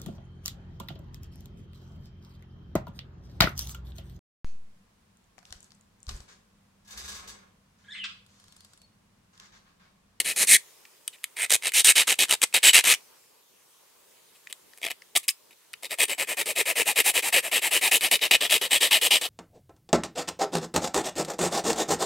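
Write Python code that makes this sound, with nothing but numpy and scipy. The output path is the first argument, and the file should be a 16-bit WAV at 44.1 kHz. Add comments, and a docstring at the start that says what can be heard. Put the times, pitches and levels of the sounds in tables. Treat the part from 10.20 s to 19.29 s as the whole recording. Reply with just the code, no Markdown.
"""A small steel file rasps to and fro over the end of a toy axle held in the fingers, heard from close by.
Teeth and grit scrape the axle. The teeth pass at a rate heard as a low note, which falls on a push and
arches on a pull, while file and chassis ring briefly. The file also brushes and taps the work, mostly in
the pauses. Chance grains and pulses drive resonances, with close reflections and a workshop hush behind."""
import sys
import numpy as np
from scipy import signal
from scipy.io import wavfile
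from scipy.ndimage import uniform_filter1d

SR = 44100
rng = np.random.default_rng(int(sys.argv[2]) if len(sys.argv) > 2 else 0)


def bounce(signal):
    """Save signal as a 16-bit WAV file at the path given by the first command-line argument."""
    frames = np.transpose(np.atleast_2d(signal))
    limited = np.clip(frames, -1, 1)
    pcm = np.round(limited * 32767).astype(np.int16)
    wavfile.write(sys.argv[1], SR, pcm)


N = 400869

# colour of the rasp with the file held steeply: pitch_hz [Hz], level_db [dB per Hz]
STEEP = [(24, -66.5), (40, -38.5), (155, -28.5), (479, -15), (1180, -14.5), (2100, -3), (2910, -9),
         (5720, -7), (7730, -6), (9220, -5.5), (10400, -9.5), (13100, -17), (16000, -26.5)]
# colour with the file laid flat: pitch_hz [Hz], level_db [dB per Hz]
FLAT = [(24, -102), (40, -46.5), (320, -14.5), (479, -12), (1520, -12.5), (1810, -1.5), (2500, -1.5),
        (3560, -7), (5580, -4), (8340, 6.5), (11600, 1), (14800, -6.5), (16000, -3)]
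# colour of the opening strokes, named in the table of grips: pitch_hz [Hz], level_db [dB per Hz]
UNDER = [(24, -70), (40, -40), (269, -16.5), (312, -25), (363, -17.5), (646, -19), (1150, -22),
         (1630, -11.5), (1760, -5), (2100, -3), (3470, -19), (4240, -2.5), (4680, -10), (9690, -1.5),
         (16000, -27.5)]


def gain_of(db):
    """Turns decibels into a factor on the sound pressure."""
    return 10 ** (np.asarray(db) / 20)


def evened(x):
    """Scales a signal to an average strength (RMS) of one."""
    return x / np.sqrt(np.mean(x ** 2) + 1e-20)


def read(points, hz):
    """Reads a table over pitch, with straight lines on a logarithmic pitch scale."""
    f, value = np.transpose(points)
    return np.interp(np.log(hz + 1), np.log(f + 1), value)


def at_time(points, s):
    """Reads a table over time, with straight lines between its points."""
    return np.interp(s, *np.transpose(points))


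def drift(per_s):
    """Wanders by chance with unit strength, through per_s random points a second."""
    knots = rng.standard_normal(int(N / SR * per_s) + 2)
    return evened(np.interp(np.arange(N) * per_s / SR, np.arange(len(knots)), knots))


def colour(points, lo_hz, hi_hz):
    """Makes a filter of unit energy from the part of a spectrum between two soft edges."""
    hz = abs(np.fft.fftfreq(4096, 1 / SR)) + 1
    edges = 1 / (1 + (lo_hz / hz) ** 8) / (1 + (hz / hi_hz) ** 8)
    log_gain = np.log(gain_of(read(points, hz)) * np.sqrt(edges) + 1e-5)
    # minimum phase: the filter answers at once, never before its input
    response = np.fft.ifft(np.exp(np.conj(signal.hilbert(log_gain)))).real[:2048]
    return response / np.linalg.norm(response)


def resonate(x, hz, width):
    """A moving resonance: shifts the pitch curve hz down to zero, smooths, and shifts back."""
    turn = np.exp(2j * np.pi * np.cumsum(hz) / SR)
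    r = np.exp(-np.pi * width / SR)
    smooth = signal.lfilter([1 - r], [1, -r], x / turn + 1e-18)
    return 2 * (turn * smooth).real


def hush():
    """Room and microphone noise: random spectra with faint drifting patches, partly alike left and right."""
    # loudness of the hush: time_s [s], level_db [dB]
    loudness = [(0, -48.5), (.45, -54.5), (.8, -59), (2.75, -55.5), (3.251, -61), (3.75, -58.5),
                (4.599, -58), (5.5, -60), (9.09, -48.5)]
    # its colour: pitch_hz [Hz], level_db [dB per Hz]
    spectrum = [(24, -59), (40, -29), (155, -13), (312, -12), (422, -4.5), (770, -13), (942, -8),
                (1370, -13), (8340, -13), (16000, -18)]
    # how alike left and right are: pitch_hz [Hz], likeness [-1 to 1]
    likeness = [(60, 0.49), (180, 0.11), (550, -0.018), (1650, 0.49), (4970, 0.095), (15000, 0.7)]
    frames, hz = N // 256 + 5, np.fft.rfftfreq(1024, 1 / SR)
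    a, b, c, d, patches = rng.standard_normal((frames, 513, 5)).T
    patches = evened(uniform_filter1d(uniform_filter1d(patches, 20, 0), 16, 1))
    same = np.clip(read(likeness, hz), -1, 1)[:, None]
    left = a + 1j * b
    right = same * left + np.sqrt(1 - same ** 2) * (c + 1j * d)
    z = np.array([left, right]) * gain_of(read(spectrum, hz)[:, None] + 1.7 * patches)
    noise = evened(signal.istft(z, nperseg=1024, noverlap=768)[1][:, :N])
    return gain_of(at_time(loudness, np.arange(N) / SR)) * noise


def bench(x):
    """Close reflections off hands and bench, then a faint room: sparse echoes, other ones for each side."""
    at = np.arange(30, 16000, 20) + rng.integers(0, 20, (2, 799))
    tail, t = np.zeros((2, 16100)), at / SR
    # each part falls by 60 dB in the time it is divided by, in seconds
    decay = gain_of(-60 * t / .015) + gain_of(-12 - 60 * t / 0.12) + gain_of(-43 - 60 * t / .5)
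    np.put_along_axis(tail, at, rng.choice([-1., 1.], at.shape) * decay, 1)
    # small surfaces return little bass
    thin = signal.lfilter(*signal.butter(1, [800, 13000], "bandpass", fs=SR), x)
    return signal.oaconvolve(thin[None], tail / np.linalg.norm(tail[0]), axes=1)[:, :N]


def ring(x, wander_db, per_s):
    """Modes of file and chassis; each is driven more or less as the point of contact moves."""
    # resonances: pitch_hz [Hz], width_hz [Hz], level_db [dB]
    modes = [(1917, 230, -9.5), (2255.2, 130, -7), (2527, 100, -4), (2980, 90, -7), (3297, 120, -4),
             (3640, 160, -2), (4100, 900, -16), (4840, 65, -18), (6860, 170, -11), (7860, 110, -2.5),
             (8460, 200, -3.5), (9026, 210, -5), (9500, 70, -13.5), (11400, 250, -8.5)]
    out = np.zeros(N)
    for hz, width, db in modes:
        r = np.exp(-np.pi * width / SR)
        driven = x * gain_of(wander_db * drift(per_s))
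        mode = signal.lfilter([1, 0, -1], [1, -2 * r * np.cos(2 * np.pi * hz / SR), r * r], driven)
        out += gain_of(db) * np.sqrt(1 - r) * mode
    return out


def taps():
    """A tick with a fading burst of weaker slips, a dull knock and the ring of the steel."""
    # the file touches or catches on the work: time_s [s], level_db [dB, before mixing],
    # treble_db [dB against the middle band], knock_hz [Hz]
    touches = [(0.5064, -44, -18, 4320), (0.653, -26, -21, 2490), (0.8781, -13.5, 9.5, 3150),
               (0.9843, -43, -13, 2900), (0.9595, -39, -3, 2300), (1.035, -29, 4, 2100),
               (1.0415, -10, 6.5, 3050), (1.52, -20, 8, 2123), (1.955, -42, 18, 2760),
               (2.327, -24, 3, 2580), (2.6051, -18, -6, 3500), (2.7389, 2, -12.5, 5740),
               (2.8074, -42.5, -14, 4340), (3.0394, -50.5, -13, 2114), (4.2717, -21.5, -19, 2360),
               (4.3269, -17, 6.5, 3540), (4.5347, -29.5, -18, 1900), (4.8202, -27.5, -20, 2150),
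               (4.9585, -5.5, -17.5, 2299), (5.0816, -18, -9, 2263), (5.09, -0.5, -24, 5070),
               (5.533, -21.5, 3.5, 2400), (5.5377, -15, -5, 2382), (7.809, -9.5, 4, 2480),
               (7.9931, -21, -14, 2370), (8.2967, -12, -17, 2693), (8.3713, -12.5, -18, 2508)]
    blows, bright, knocks = np.zeros((3, N))
    t = np.arange(600) / SR
    for s, db, treble_db, knock_hz in touches:
        slips = 0.24 * rng.standard_normal(600) * gain_of(-60 * t / 0.01443)
        blow = gain_of(db) * (slips + (t == 0))
        knock = gain_of(-60 * t / .007) * np.cos(2 * np.pi * knock_hz * t)
        i = round(s * SR)
        blows[i:i + 600] += blow
        bright[i:i + 600] += gain_of(treble_db) * blow
        knocks[i:i + 600] += np.convolve(blow, knock)[:600]
    middle = signal.oaconvolve(blows, colour(FLAT, 1100, 5000))
    top = signal.oaconvolve(bright, colour(STEEP, 6000, 20000))
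    steel = ring(bright, wander_db=4.0, per_s=16)
    return gain_of(-7.5) * (middle + top)[:N] + gain_of(-15.5) * knocks + gain_of(-20.5) * steel


def hand():
    """Moves the file: pressure, tone and pitch of strokes and brushes, sample by sample."""
    # filing strokes, push and pull in turn: start_s [s], end_s [s], level_db [dB, before mixing], # bite_db
    # [first bite, dB against the level that follows], swell_db [rise over the stroke, dB], # treble_db [dB
    # against the middle band], note_hz [tooth note midway, Hz]
    strokes = [(0.0, 0.021, -26.5, 15, -6.5, 1.5, 539), (0.044, 0.135, -25.5, -4, -0.5, 1, 700),
               (0.16, 0.25, -18.5, -2.5, 6.5, 5.5, 616), (0.27, 0.368, -11.5, -7.5, 4.5, 5.5, 660),
               (1.163, 1.266, -29, -5, 6.5, -5, 790), (1.296, 1.367, -16.5, -8.5, -1, 3, 764),
               (1.42, 1.496, -25.5, -8, 7.5, -3, 619), (1.535, 1.62, -16.5, -4.5, 2, 3, 1051),
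               (1.643, 1.722, -14, 0, 4, 0, 1242), (1.754, 1.836, -17, -3, -3.5, -0.5, 1009),
               (1.87, 1.942, -19.5, -1, 0, -1, 921), (1.987, 2.054, -18, -1, -1, -0.5, 327),
               (2.084, 2.153, -19, -12, 1.5, -0.5, 1037), (2.215, 2.248, -18.5, -2.5, 3.5, 0.5, 1066),
               (2.338, 2.39, -19, 2.5, -3.5, -5.5, 672.5), (2.429, 2.512, -13.5, -2, -1, -3.5, 1077),
               (2.531, 2.611, -13.5, -3, -4.5, -2.5, 1108), (2.638, 2.749, -16, -6.5, 1, 1, 1248),
               (5.625, 5.676, -36, 2.5, -1.5, 2.5, 520), (5.697, 5.752, -30, -10, -1, 1.5, 681),
               (5.784, 5.854, -18.5, -10, -1, 2.5, 509.8), (5.879, 5.952, -28, -9, -4, 1.5, 570),
               (5.979, 6.048, -25, -6.5, -2, 1.5, 525.5), (6.07, 6.147, -28, -9.5, 0, 1.5, 615),
               (6.168, 6.231, -23.5, -4.5, 3, 1.3, 541.6), (6.256, 6.331, -25.5, -3.5, 0, 2.5, 630),
               (6.355, 6.429, -21, -7, 2.5, 1, 499.3), (6.454, 6.531, -23, -6, 0, 0.8, 690),
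               (6.554, 6.633, -20, -7, 3, 1, 491.4), (6.655, 6.731, -21.5, -9.5, -2.5, 2.2, 850),
               (6.756, 6.821, -17, -6, 3.5, 1.5, 479.3), (6.841, 6.918, -17.5, -12, -3, 5.5, 890),
               (6.937, 7.008, -21, -7.5, -1, 2, 529.3), (7.022, 7.105, -24.5, -3, 1.5, 3.5, 905),
               (7.124, 7.206, -18, -3.5, -2, -0.8, 558.8), (7.224, 7.297, -29, -9, -1, 2, 681),
               (7.313, 7.396, -20, -4.5, 2, -1.2, 521.4), (7.415, 7.493, -22.5, -7, -1, 0.9, 904.6),
               (7.508, 7.593, -19, -6, -0.5, 1, 559), (7.61, 7.698, -20, -6.5, -0.6, 1.5, 946.3),
               (7.711, 7.782, -16, -2.5, -2, 1.5, 576.4), (7.808, 7.888, -21.5, -6.5, -0.8, -0.5, 757),
               (7.911, 7.973, -18.5, -0.5, -4, 1.5, 576), (8.012, 8.08, -21.5, -7, -4, -3.5, 681),
               (8.109, 8.167, -16.5, 6.5, 4, -3, 648.6), (8.205, 8.279, -24, -1, -1.5, -4, 700.4),
               (8.298, 8.383, -17.5, -9.5, -5, 0.6, 551), (8.411, 8.48, -25.5, -1.5, -3.5, -3, 610),
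               (8.506, 8.583, -17.5, -5, -0.2, -1.5, 660), (8.605, 8.691, -19, -6.5, -8, -1.5, 616.6),
               (8.708, 8.788, -17, -2.5, -2.5, -2, 720.6), (8.812, 8.883, -17, -1.5, 4, 0, 619),
               (8.905, 8.984, -16.5, -0.5, -1.3, -5.5, 649), (9.011, 9.079, -27, 5, 1.5, -2.5, 750)]
    # the file brushes the work while it is set in place: the same columns
    brushes = [(0.925, 0.967, -53.5, -2.5, -3, -4, 1070), (4.147, 4.182, -59, 0.3, -1.5, 4, 1110),
               (4.295, 4.319, -46, 2, 2, 0, 458), (4.572, 4.595, -50, 4.5, -6, 8, 507),
               (4.613, 4.694, -30, -13, 1.5, -3, 670), (4.701, 4.725, -30, 19, 1.5, -0.5, 732),
               (4.951, 4.982, -16.5, -5.5, 1.5, 4.5, 684.6), (4.983, 5.012, -44, 2, 1.5, 15, 1160),
               (5.028, 5.062, -46, -3, -8, 3.5, 1072), (5.08, 5.116, -27, 12.5, -5, 9, 1148),
               (5.307, 5.342, -57.5, 6, 0, -5.5, 390)]
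    # how the file is held: time_s [s], side_db [left against right, dB, before the weighting by pitch],
    # coarse_db [strength of skipping, dB, before an offset and a factor],
    # thud_db [dB against the middle band in a stroke of -21 dB],
    # push_hz and pull_hz [loudest band of the blade on a push and on a pull, Hz]
    hold = [(0, 2, 4.2, -15, 2900, 2900), (0.2, 0.8, 2.52, -7.5, 3100, 2700),
            (0.369, 0.8, 2.6, -17, 3000, 2200), (0.95, 0, 2.1, -27, 2800, 2800),
            (1.161, 0, 2.6, -16, 2150, 3300), (1.35, -0.6, 6.9, -9.5, 2560, 3300),
            (1.6, 0.5, 1.7, -15.5, 2800, 2900), (1.85, -0.7, 3.6, -11, 2810, 3000),
            (2.2, 1.5, 4.76, -8, 3050, 2900), (2.5, -0.1, 2.63, -13.5, 2710, 2870),
            (2.75, 2, 4.1, -9, 2700, 2850), (4.15, 3, 1.5, -19.5, 2880, 2900),
            (4.6, 2.5, 7.5, -12.5, 2343, 2350), (4.97, 2.2, 5.4, -7.5, 2560, 2600),
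            (5.05, 1.8, 1.86, -28, 2680, 2700), (5.63, 2.5, 5.1, -9.5, 2485, 2350),
            (6.1, 2.5, 2.3, -9, 2467, 2420), (6.9, 1.9, 2.34, -9.5, 2538, 2550),
            (7.8, 2, 2.07, -10.5, 2750, 2450), (8.2, 2.4, 2.95, -10, 2650, 3150),
            (9.09, 2.4, 2.3, -12, 3155, 3280)]
    # how far the loudest band sinks over a stroke (negative: rises): time_s [s], sag [share]
    blade_sag = [(0.2, .15), (0.32, 0.49), (1.2, 0.013), (1.58, -0.19), (1.68, 0.5), (1.8, .04),
                 (2.6, 0.031), (7.6, -0.056), (7.75, -0.31), (7.9, 0.042), (8.05, 0.0086), (9.09, .03)]
    # how the tooth note bends on push, pull, brush: bend [exponent]; a push slides evenly, a pull arches
    note_bend = (1.1, 1.8, 1.1)
    note_ends = ((1.45, .62), (.48, .45), (1.02, 1))  # tooth note early and late against midway
    note_middle = .57  # share of the stroke; a pull is fastest here
    bite_end, lift_start, lift_end = .3, 0.79, .93  # shares of the stroke
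    arch_db = 0.68  # pressure midway, above the stroke's level
    lift_db, lift_per_db = -10.5, .2  # easing off in a stroke of -20 dB; hard strokes ease off less
    thud_per_db = -0.2956  # the thud grows less than the rasp
    coarse_push_db = 0.32  # a push skips more than a pull
    creep_s, bite_s = .01, .0035  # creeping before a stroke and reaching full bite, seconds
    creep_db, creep_per_db = -27, -1.4  # a stroke creeps off faintly, less so before a hard first bite

    level, thud, treble, side_db, skip_db, tooth_hz, blade_hz = np.zeros((7, N))
    s, *held = np.transpose(hold)
    ways = [(row, k % 2) for k, row in enumerate(strokes)]  # 0 push, 1 pull
    ways += [(row, 2) for row in brushes]  # 2 brush
    for (start, end, db, bite_db, swell_db, treble_db, note_hz), way in sorted(ways):
        middle_s = (start + end) / 2
        pan_db, coarse_db, thud_db, push_hz, pull_hz = (np.interp(middle_s, s, c) for c in held)
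        i, j = max(round((start - creep_s) * SR), 0), min(round((end + .02) * SR), N)
        u = (np.arange(i, j) / SR - start) / (end - start)  # share of the stroke done
        since = u * (end - start)

        fade_db = -4000 * (end - start) * np.maximum(u - 1, 0)  # the file stops
        creep = (way < 2) * gain_of(creep_db + creep_per_db * bite_db)  # strokes only
        bite = np.interp(since, [-creep_s, 0, bite_s], [0, creep, 1])
        early_db, late_db = db - swell_db / 2, db + swell_db / 2
        eased_db = late_db + lift_db + lift_per_db * (db + 20)
        shape_db = np.interp(u, [.08, bite_end, (bite_end + lift_start) / 2, lift_start, lift_end],
                             [early_db + bite_db, early_db, db + arch_db, late_db, eased_db])
        level[i:j] = np.maximum(level[i:j], bite * gain_of(shape_db + fade_db))

        # these hold until the next stroke or brush
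        thud[i:] = gain_of(thud_db + thud_per_db * (db + 21))
        treble[i:], side_db[i:] = gain_of(treble_db), pan_db
        skip_db[i:] = coarse_db + coarse_push_db * (way == 0) - coarse_push_db * (way == 1)

        early, late = note_ends[way]
        away = np.minimum(abs(u - note_middle) / note_middle, 1) ** note_bend[way]
        tooth_hz[i:j] = note_hz * (1 - (1 - np.where(u < note_middle, early, late)) * away)
        sag = at_time(blade_sag, middle_s) * (np.minimum(u, 1) - .5)
        blade_hz[i:j] = (pull_hz if way == 1 else push_hz) * (1 - sag)
    level = level / np.sqrt(1 + treble ** 2)  # makes up for the strength that treble adds
    return level, thud, treble, skip_db, tooth_hz, blade_hz, side_db


def rasp(level, thud, treble, skip_db, tooth_hz, blade_hz):
    """Tooth bumps and grit drive hand, axle and file."""
    # unevenness of the tooth rate: time_s [s], unevenness [share]
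    wobble = [(0, .2), (5.6, .2), (5.8, .045), (6.9, .045), (7.4, .13), (9.09, .2)]
    # grips of the file: start_s [s], end_s [s], tone_share [factor on the tooth note], # spectrum [one of the
    # colours]
    grips = [(0, .7, .4, UNDER), (.7, 3.5, .3, STEEP), (3.5, 7.305, 2.0, FLAT), (7.305, 9.1, 1.5, FLAT)]
    uneven = at_time(wobble, np.arange(N) / SR) * drift(300)
    turns = np.cumsum(tooth_hz * (1 + uneven)) / SR  # teeth passed so far
    passing = np.diff(np.floor(turns), prepend=0) > 0
    teeth = evened(passing * gain_of(2.1 * rng.standard_normal(N)))

    sizes = gain_of(2.5 * np.minimum(rng.exponential(1, N), 4)) * rng.choice([-1, 1], N)
    grains = sizes * (rng.random(N) < 11000 / SR)  # about 11000 grains a second
    grit = evened(grains * (.6 + np.exp(-(turns % 1) / .35)))  # strongest just after each tooth

    # the file skips and digs in, while the hand keeps the mean pressure
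    skips = gain_of(1.6 * np.maximum(skip_db - 1.44, 0) * np.clip(drift(480), -2.5, 2))
    pressure = level * skips / np.sqrt(uniform_filter1d(skips ** 2, 600))
    drive = pressure * (0.3 * teeth + 0.84 * grit)

    # a resonance follows the tooth note; it is driven more strongly # the higher it is, as the grip's colour
    # weakens it
    tone = tooth_hz / 600 * resonate(drive, tooth_hz, 65)
    # the free length of the blade moves the loudest band
    blade = .5 * drive + 1.71 * resonate(drive, blade_hz, 700)
    out = gain_of(-15) * ring(drive, wander_db=5.5, per_s=14)
    for start, end, tone_share, spectrum in grips:
        grip = slice(round(start * SR), round(end * SR))
        low = (.85 * drive + tone_share * tone) * thud
        bands = ((low, 1, 1450), (.65 * blade, 1450, 5000), (.8 * drive * treble, 5000, 20000))
        for x, lo_hz, hi_hz in bands:
            out[grip] += signal.oaconvolve(x[grip], colour(spectrum, lo_hz, hi_hz))[:len(out[grip])]
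    return out


def place(work, side_db):
    """Places the work between left and right by level, more at some pitches than at others."""
    # share of the left-right difference: pitch_hz [Hz], share [factor]
    lean = [(60, 0.17), (700, 0.085), (1300, 1.9), (2400, 1.2), (4400, 0.6), (8000, 0.98), (15000, 0.045)]
    hz, t, z = signal.stft(work, SR, nperseg=256)
    lean_db = read(lean, hz)[:, None] * np.interp(t, np.arange(N) / SR, side_db) / 2
    return signal.istft(z * gain_of([lean_db, -lean_db]), SR, nperseg=256)[1][:, :N]


def scene():
    """Adds filing and taps, their reflections and the hush."""
    *controls, side_db = hand()
    work = rasp(*controls) + taps()
    return place(work, side_db) + gain_of(-10.0) * bench(work) + hush()


def record(dry):
    """Cuts peaks off at full scale, then removes what lies above the upper band edge."""
    low_pass = signal.firwin(301, 15800, window=("kaiser", 9), fs=SR)  # edge in Hz
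    return signal.oaconvolve(np.clip(dry, -1, 1), low_pass[None], "same")


dry = scene()
out = record(dry)
bounce(out)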